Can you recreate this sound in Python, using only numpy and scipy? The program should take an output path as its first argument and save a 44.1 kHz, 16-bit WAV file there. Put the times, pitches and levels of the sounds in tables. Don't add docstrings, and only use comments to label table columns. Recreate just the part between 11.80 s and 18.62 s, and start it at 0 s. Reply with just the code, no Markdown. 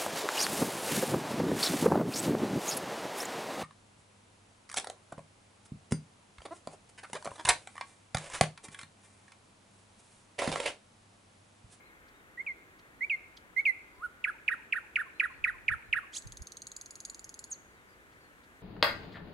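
import sys
import numpy as np
from scipy import signal
from scipy.fft import rfft, irfft, next_fast_len
from scipy.io import wavfile
from scipy.ndimage import uniform_filter1d

SR = 44100
rng = np.random.default_rng(int(sys.argv[2]) if len(sys.argv) > 2 else 0)


def wav_out(sig):
    wavfile.write(sys.argv[1], SR, np.round(np.clip(np.atleast_2d(sig).T, -1, 1) * 32767).astype(np.int16))


N = 300762

# freq_hz, gain_db
AIR_SPECTRUM = [(15, -20), (30, -5.5), (55, 0), (150, -5), (330, -2.5), (450, -4.5), (650, -9), (1500, -14),
                (2300, -15), (3500, -20.5), (5200, -28), (7000, -25), (10500, -27), (15500, -34.5)]
# freq_hz, correlation (clipped to 0..0.98 in use)
AIR_CORRELATION = [(60, 0.64), (150, 0.78), (380, 0.68), (950, 0.24), (2380, -0.47), (5980, -0.00058),
                   (15000, 0.09)]
# freq_hz, gain_db
WIND_SPECTRUM = [(15, -29), (25, -12), (40, 2.5), (60, -2), (120, -4.5), (200, -18.5), (400, -62),
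                 (1500, -97)]
# centre_s, relative_db, sigma_s
WIND_PUFFS = [(2.19, -60.5, 0.0068), (3.7, -63.5, 0.1), (3.93, -51, 0.028), (4.13, -58.5, 0.05),
              (4.466, -49, 0.01), (4.52, -58, 0.033), (4.611, -47.5, 0.008)]
# freq_hz, gain_db
RUSTLE_SPECTRUM = [(400, -21.5), (800, -6), (1200, -2), (1650, 2.5), (2200, -1.5), (2800, -24), (4500, -35),
                   (8000, -39)]
# start_s, top_hz, level_db
FAR_CHIRPS = [(.025, 4100, -74), (.33, 3850, -76), (1.25, 4900, -81), (3.329, 4180, -73), (3.5, 4430, -74),
              (4.019, 4200, -79), (5.889, 4700, -77)]
# start_s, from_hz, level_db
FAR_SLIDES = [(1.97, 4830, -79), (2.12, 4810, -76), (5.93, 4070, -78), (6.07, 5080, -74.5),
              (6.39, 4650, -71)]
# freq_hz, gain_db
FOLIAGE_SHADE = [(900, -1), (1400, -2.5), (2000, -4.5), (2500, -5.5), (4400, -2.5), (8000, -3), (14000, -1)]
# freq_hz, gain_db
LEAF_SPECTRUM = [(900, 7.5), (2300, 7), (4200, 6), (7000, 9.5), (10500, 20.5), (15000, 3)]
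# delay_s, gain_db
TRUNK_ECHOES = [(.036, -39), (.073, -31.5), (.092, -36.5), (.141, -33)]
# freq_hz, gain_db
TREE_SPECTRUM = [(900, -3.5), (1500, -0.5), (2300, -3), (4200, -0.5), (6800, 0), (10000, 8.5), (15000, -13)]
# centre_s, level_db, sigma_s
TICKS = [(.287, -65, 0.0065), (.995, -62, 0.0054), (1.574, -50, 0.0037), (6.33, -71, 0.009),
         (6.642, -67.5, 0.0074)]
# freq_hz, gain_db
TICK_SPECTRUM = [(1500, -17), (3300, 3.5), (4500, 0), (6500, -8.5), (8500, -20), (11000, -28), (15500, -28)]
# freq_hz, gain_db
SONG_COLOUR = [(900, -4), (3000, -2), (4300, 0.5), (5400, -4.5), (6600, -3), (7900, -2.5), (10300, 1),
               (12500, -10), (16000, -12)]
# harmonic, relative_db
OVERTONES = [(2, -41.5), (3, -43), (4, -54.5), (5, -48), (6, -40)]
# freq_hz, gain_db
THROAT_RESPONSE = [(1200, -11), (2200, -15), (3200, 0.5), (4200, -4), (5500, -1), (6800, 10), (9000, -6),
                   (10500, -18), (12000, -18), (16000, -23)]
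# freq_hz, gain_db
BREATH_SPECTRUM = [(1500, -14), (3000, -8), (4300, -5), (7000, -3), (9800, -12), (11500, -18), (15500, -20)]
# time_s, clicks_per_s
RATTLE_TEMPO = [(4.82, 20.13), (4.87, 20.98), (5.35, 20.98), (5.39, 20.25)]
# time_s, effort_db
RATTLE_EFFORT = [(4.42, -40.5), (4.48, -35.5), (4.67, -32.5), (4.77, -31), (5.01, -28), (5.12, -33.5),
                 (5.27, -27), (5.39, -31), (5.64, -32)]
# start_s, length_s, from_hz, to_hz, level_db
TSEE_GLIDES = [(5.701, 0.019, 10000, 6900, -46), (5.7108, .034, 7160, 5770, -31.5),
               (5.734, .019, 5100, 3700, -51.5)]
# start_s, level_db, rise_from_hz, rise_to_hz, fall_from_hz, fall_to_hz
WHISTLE_PAIRS = [(0.5736, -32.5, 1867, 2155, 2610, 2064), (1.2069, -25.5, 1910, 2326, 2845, 2074),
                 (1.7629, -21, 1988, 2214, 2734, 1998)]
# start_s, from_hz, level_db, hook_top_hz, hoot_top_hz
CHOOKS = [(2.4404, 2833, -19, 1733, 944), (2.679, 2900, -16.5, 1943, 987), (2.9237, 2860, -18, 1870, 910),
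          (3.1568, 2820, -17, 1826, 1100), (3.3973, 2890, -15.5, 1913, 1100),
          (3.6397, 2760, -16, 1990, 1063), (3.8807, 2800, -16, 1814, 959), (4.127, 2935, -16, 1865, 1155)]
# freq_hz, gain_db
SIZZLE_SPECTRUM = [(1500, -27), (3500, -3.5), (6000, -8.5), (9000, -9), (10200, -3), (11400, -11),
                   (12500, -2), (15500, -10)]


def from_db(db):
    return 10 ** (np.asarray(db) / 20)


def unit_rms(x):
    return x / np.sqrt(np.mean(x ** 2) + 1e-20)


def on_bins(points, size):
    hz, value = np.transpose(points)
    return np.interp(np.log(np.fft.rfftfreq(size, 1 / SR) + 1e-3), np.log(hz), value)


def colour(x, spectrum):
    size = 2 * next_fast_len(x.shape[-1] // 2 + 4096, True)
    cepstrum = irfft(np.log(from_db(on_bins(spectrum, size))))
    cepstrum[1:size // 2] *= 2
    cepstrum[size // 2 + 1:] = 0
    return irfft(rfft(x, size) * np.exp(rfft(cepstrum)))[..., :x.shape[-1]]


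def noise(spectrum):
    return unit_rms(colour(rng.standard_normal(N), spectrum))


def flutter(size, rate_hz):
    pole = np.exp(-2 * np.pi * rate_hz / SR)
    white = rng.standard_normal(size + SR // 10)
    return unit_rms(signal.lfilter([1], [1, -2 * pole, pole * pole], white))[-size:]


def add(track, start_s, sound):
    at = max(int(start_s * SR), 0)
    track[at:at + len(sound)] += sound[:max(N - at, 0)]


def delayed(x, delay_s):
    return np.interp(np.arange(N) - np.round(delay_s * SR), np.arange(N), x, left=0)


def clock(length_s):
    return np.arange(max(int(length_s * SR), 20)) / SR


def envelope(t, attack_s, release_s):
    attack = np.sin(np.pi / 2 * np.minimum(t / attack_s, 1))
    release = np.sin(np.pi / 2 * np.minimum((t[-1] - t) / release_s, 1)) ** 2
    return attack * release


def arch(t, crest_s, sigma_s):
    return np.exp(-.5 * ((t - crest_s) / sigma_s) ** 2)


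def swells(rows):
    t = np.arange(N) / SR
    return sum(from_db(db) * arch(t, centre_s, sigma_s) for centre_s, db, sigma_s in rows)


def glide(t, from_hz, to_hz):
    return from_hz * (to_hz / from_hz) ** (t / t[-1])


def flick(t, sharp_hz, decay_s=.0011):
    return sharp_hz * np.exp(-t / decay_s)


def note(hz, jitter=.0058, jitter_hz=250, overtones=OVERTONES):
    pitch_hz = hz * (1 + jitter * flutter(len(hz), jitter_hz))
    phase = 2 * np.pi * np.cumsum(pitch_hz) / SR
    upper = sum(from_db(db) * np.sin(k * phase) * (k * pitch_hz < SR / 2) for k, db in overtones)
    return np.sqrt(2) * (np.sin(phase) + upper)


def scatter(x, onset_s, t60_s, per_s, spectrum):
    t = np.arange(SR * 3 // 2) / SR
    echoes = rng.standard_normal((2, len(t))) * (rng.random((2, len(t))) < per_s / SR)
    echoes *= (t > onset_s) * from_db(-60 * t / t60_s)
    echoes /= np.sqrt(np.sum(echoes ** 2, axis=1, keepdims=True)) + 1e-12
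    return colour(signal.fftconvolve(x[None], echoes, axes=1)[:, :N], spectrum)


def air():
    correlation = np.clip(on_bins(AIR_CORRELATION, N), 0, .98)
    mid = rfft(noise(AIR_SPECTRUM))
    side = rfft(noise(AIR_SPECTRUM)) * np.sqrt((1 - correlation) / (1 + correlation))
    return from_db(-62) * irfft([mid + side, mid - side], N)


def breeze(buffet_db=1.5):
    buffeting = from_db(buffet_db * flutter(N, rate_hz=15))
    wind = np.array([noise(WIND_SPECTRUM), noise(WIND_SPECTRUM)])
    return from_db(5) * buffeting * swells(WIND_PUFFS) * wind


def far_leaves():
    rustle = from_db(-61) * noise(RUSTLE_SPECTRUM)
    return np.array([rustle, from_db(-3) * delayed(rustle, .00022)])


def lingering_echo(fade_db_per_s=45):
    band = [(1700, -44), (2000, -27), (2140, 4), (2250, -8.5), (2500, -9), (2900, -58)]
    return from_db(-61.5 - fade_db_per_s * np.arange(N) / SR) * np.array([noise(band), noise(band)])


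def far_bird():
    out = np.zeros(N)
    t = clock(.09)
    for start_s, top_hz, db in FAR_CHIRPS:
        hz = top_hz * (1 - .27 * (1 - arch(t, crest_s=.038, sigma_s=.043)))
        tone = note(hz, jitter=.0064)
        add(out, start_s, from_db(db) * tone * envelope(t, attack_s=.015, release_s=.03))
    t = clock(.115)
    for start_s, from_hz, db in FAR_SLIDES:
        tone = note(glide(t, from_hz, .88 * from_hz), jitter=.008)
        add(out, start_s, from_db(db) * tone * envelope(t, attack_s=.02, release_s=.064))
    return scatter(out, onset_s=.001, t60_s=.073, per_s=4200, spectrum=[(1000, 0), (8000, .0043)])


def woodland(song):
    shaded = irfft(rfft(song) * from_db(on_bins(FOLIAGE_SHADE, N)), N)
    direct = np.array([shaded, song])
    leaves = from_db(-15) * scatter(song, onset_s=.00067, t60_s=.064, per_s=3200, spectrum=LEAF_SPECTRUM)
    trunks = sum(from_db(db) * delayed(song, delay_s) for delay_s, db in TRUNK_ECHOES)
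    trunks = colour(trunks, [(2500, -2.5), (7000, -8)])
    trees = from_db(-18) * scatter(song, onset_s=.023, t60_s=.46, per_s=1400, spectrum=TREE_SPECTRUM)
    far_spectrum = [(1000, 10.5), (2200, -3), (7000, -11), (14000, .5)]
    far = from_db(-24.5) * scatter(song, onset_s=.067, t60_s=.92, per_s=3000, spectrum=far_spectrum)
    return direct + leaves + trunks + trees + far


def ticks():
    return swells(TICKS) * noise(TICK_SPECTRUM)


def rasp(start_s=4.324, climb_s=.0625, from_hz=1400, to_hz=7910):
    out, t = np.zeros(N), clock(.083)
    period_s = np.interp(t, [0, climb_s], [1 / from_hz, 1 / to_hz])
    overtones = [(2, .5), (3, -5.5), (4, -7), (5, -11)]
    squeak = note(1 / period_s, jitter=.022, jitter_hz=900, overtones=overtones)
    add(out, start_s, from_db(-41) * squeak * envelope(t, attack_s=.053, release_s=.035))
    breath = swells([(4.362, -44.5, .017)]) * noise(BREATH_SPECTRUM)
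    return colour(out, THROAT_RESPONSE) + breath


def click(effort_db, drift_hz):
    stretch, spread_db, high_detune, low_detune = rng.standard_normal(4) * [.11, 1.1, .016, .04]
    t = clock(.0035 * np.exp(stretch))
    high_from_hz, high_to_hz, settle_s = 7520, 6610, .00047
    high_hz = high_to_hz + (high_from_hz - high_to_hz) * np.exp(-t / settle_s) + drift_hz
    high = note(high_hz * (1 + high_detune), jitter=.054, jitter_hz=1770, overtones=[(2, -27)])
    high *= from_db(effort_db - 5.5) * envelope(t, attack_s=.0021, release_s=.00023)
    low_hz = glide(t, from_hz=5400, to_hz=3400) + 2.5 * drift_hz
    low = note(low_hz * (1 + low_detune), jitter=.078, jitter_hz=1520, overtones=[(2, -6), (3, -9.5)])
    swing_db = effort_db - np.mean(RATTLE_EFFORT, axis=0)[1]
    low *= from_db(-44.5 + .5 * swing_db) * envelope(t, attack_s=.00048, release_s=.0023)
    return from_db(spread_db) * (high + low)


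def rattle(start_s=4.4215, end_s=5.66, drift_hz_per_s=220):
    out, at_s = np.zeros(N), start_s
    middle_s = (start_s + end_s) / 2
    while at_s < end_s:
        effort_db = np.interp(at_s, *np.transpose(RATTLE_EFFORT))
        add(out, at_s, click(effort_db, drift_hz_per_s * (at_s - middle_s)))
        at_s += 1 / np.interp(at_s, *np.transpose(RATTLE_TEMPO))
    return out


def tsee():
    out = np.zeros(N)
    for start_s, length_s, from_hz, to_hz, db in TSEE_GLIDES:
        t = clock(length_s)
        tone = note(glide(t, from_hz, to_hz), jitter=.018, jitter_hz=800, overtones=[(2, -27)])
        add(out, start_s, from_db(db) * tone * envelope(t, attack_s=.013, release_s=.73 * length_s))
    return out + swells([(5.72, -61, .015)]) * noise(BREATH_SPECTRUM)


def whistles():
    climb_s, swell_db_per_s, full_voice_db = .0366, 148, -22.5
    fall_lag_s, settle_s, fade_db_per_s = .09, .016, 120
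    out = np.zeros(N)
    for start_s, db, rise_from_hz, rise_to_hz, fall_from_hz, fall_to_hz in WHISTLE_PAIRS:
        overtones = [(k, level_db + .5 * (db - full_voice_db)) for k, level_db in OVERTONES]
        t = clock(.048)
        hz = np.interp(t, [0, climb_s], [rise_from_hz, rise_to_hz])
        rise = note(hz, jitter=.007, overtones=overtones) * envelope(t, attack_s=.0062, release_s=.012)
        add(out, start_s, from_db(db + swell_db_per_s * (t - climb_s)) * rise)
        t = clock(.066)
        hz = fall_to_hz + (fall_from_hz - fall_to_hz) * np.exp(-t / settle_s) + flick(t, sharp_hz=480)
        fall = note(hz, overtones=overtones) * envelope(t, attack_s=.0073, release_s=.02)
        add(out, start_s + fall_lag_s, from_db(db + 3 - fade_db_per_s * t) * fall)
    return out


def creak(start_s=1.806):
    out, t = np.zeros(N), clock(.015)
    hz = glide(t, from_hz=2180, to_hz=1290)
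    tone = note(hz, jitter=.06, jitter_hz=900, overtones=[(2, -6), (3, -19)])
    add(out, start_s, from_db(-56.5) * tone * envelope(t, attack_s=.0018, release_s=.007))
    return out


def slur(low_hz=992, top_hz=1480, swell_db=29.5):
    t = clock(.1344)
    lift = arch(t, crest_s=.108, sigma_s=.021)
    tone = note(low_hz + (top_hz - low_hz) * lift, overtones=[(2, -34), (3, -46), (7, -41)])
    level_db = -32 - swell_db * (1 - lift ** .56)
    return from_db(level_db) * tone * envelope(t, attack_s=.004, release_s=.015)


def hoot(top_hz, arch_hz=130, db_per_octave=34):
    t = clock(.034)
    tone = note(top_hz - arch_hz * (1 - arch(t, crest_s=.01, sigma_s=.0088)), jitter=.031)
    level_db = -48 + db_per_octave * np.log2(top_hz / 1078)
    return from_db(level_db) * tone * envelope(t, attack_s=.018, release_s=.022)


def hook(top_hz, foot_hz=1190, swell_db=6.5):
    t = clock(.045)
    lift = arch(t, crest_s=.0203, sigma_s=.0105)
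    overtones = [(2, -33.5), (3, -47), (5, -48), (6, -39.5), (7, -41)]
    tone = note(foot_hz + (top_hz - foot_hz) * lift, jitter=.023, overtones=overtones)
    return from_db(swell_db * (lift - .5)) * tone * envelope(t, attack_s=.012, release_s=.011)


def dive(from_hz, to_hz=1276, sweep_s=.025):
    hold_s, fade_db_per_s, dip_db = .0057, 1394, 24.5
    t = clock(.035)
    hz = to_hz + (from_hz - to_hz) * np.maximum(1 - t / sweep_s, 0) ** 1.4 + flick(t, sharp_hz=332)
    tone = note(hz, jitter=.015, overtones=[(2, -40), (3, -42), (4, -62)])
    fade_db = np.clip(fade_db_per_s * (t - hold_s), 0, dip_db)
    return from_db(-fade_db) * tone * envelope(t, attack_s=.0049, release_s=.005)


def chooks(slur_start_s=2.14, hook_lag_s=.025, hoot_lag_s=.097):
    out = np.zeros(N)
    add(out, slur_start_s, slur())
    for start_s, from_hz, db, hook_hz, hoot_hz in CHOOKS:
        add(out, start_s, from_db(db) * dive(from_hz))
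        add(out, start_s + hook_lag_s, from_db(db - 12.5) * hook(hook_hz))
        add(out, start_s + hoot_lag_s, hoot(hoot_hz))
    airflow = np.sqrt(uniform_filter1d(np.abs(out), size=130, origin=64).clip(0))
    return out + from_db(-50.5) * airflow * noise(SIZZLE_SPECTRUM)


def scene():
    voice = whistles() + creak() + chooks() + rasp() + rattle() + tsee()
    song = colour(voice, SONG_COLOUR) + ticks()
    return far_bird() + woodland(song) + air() + breeze() + far_leaves() + lingering_echo()


def record(dry):
    cutoff_hz = 15800
    return signal.sosfilt(signal.ellip(10, .1, 70, cutoff_hz, fs=SR, output="sos"), dry)


dry = scene()
out = record(dry)
wav_out(out)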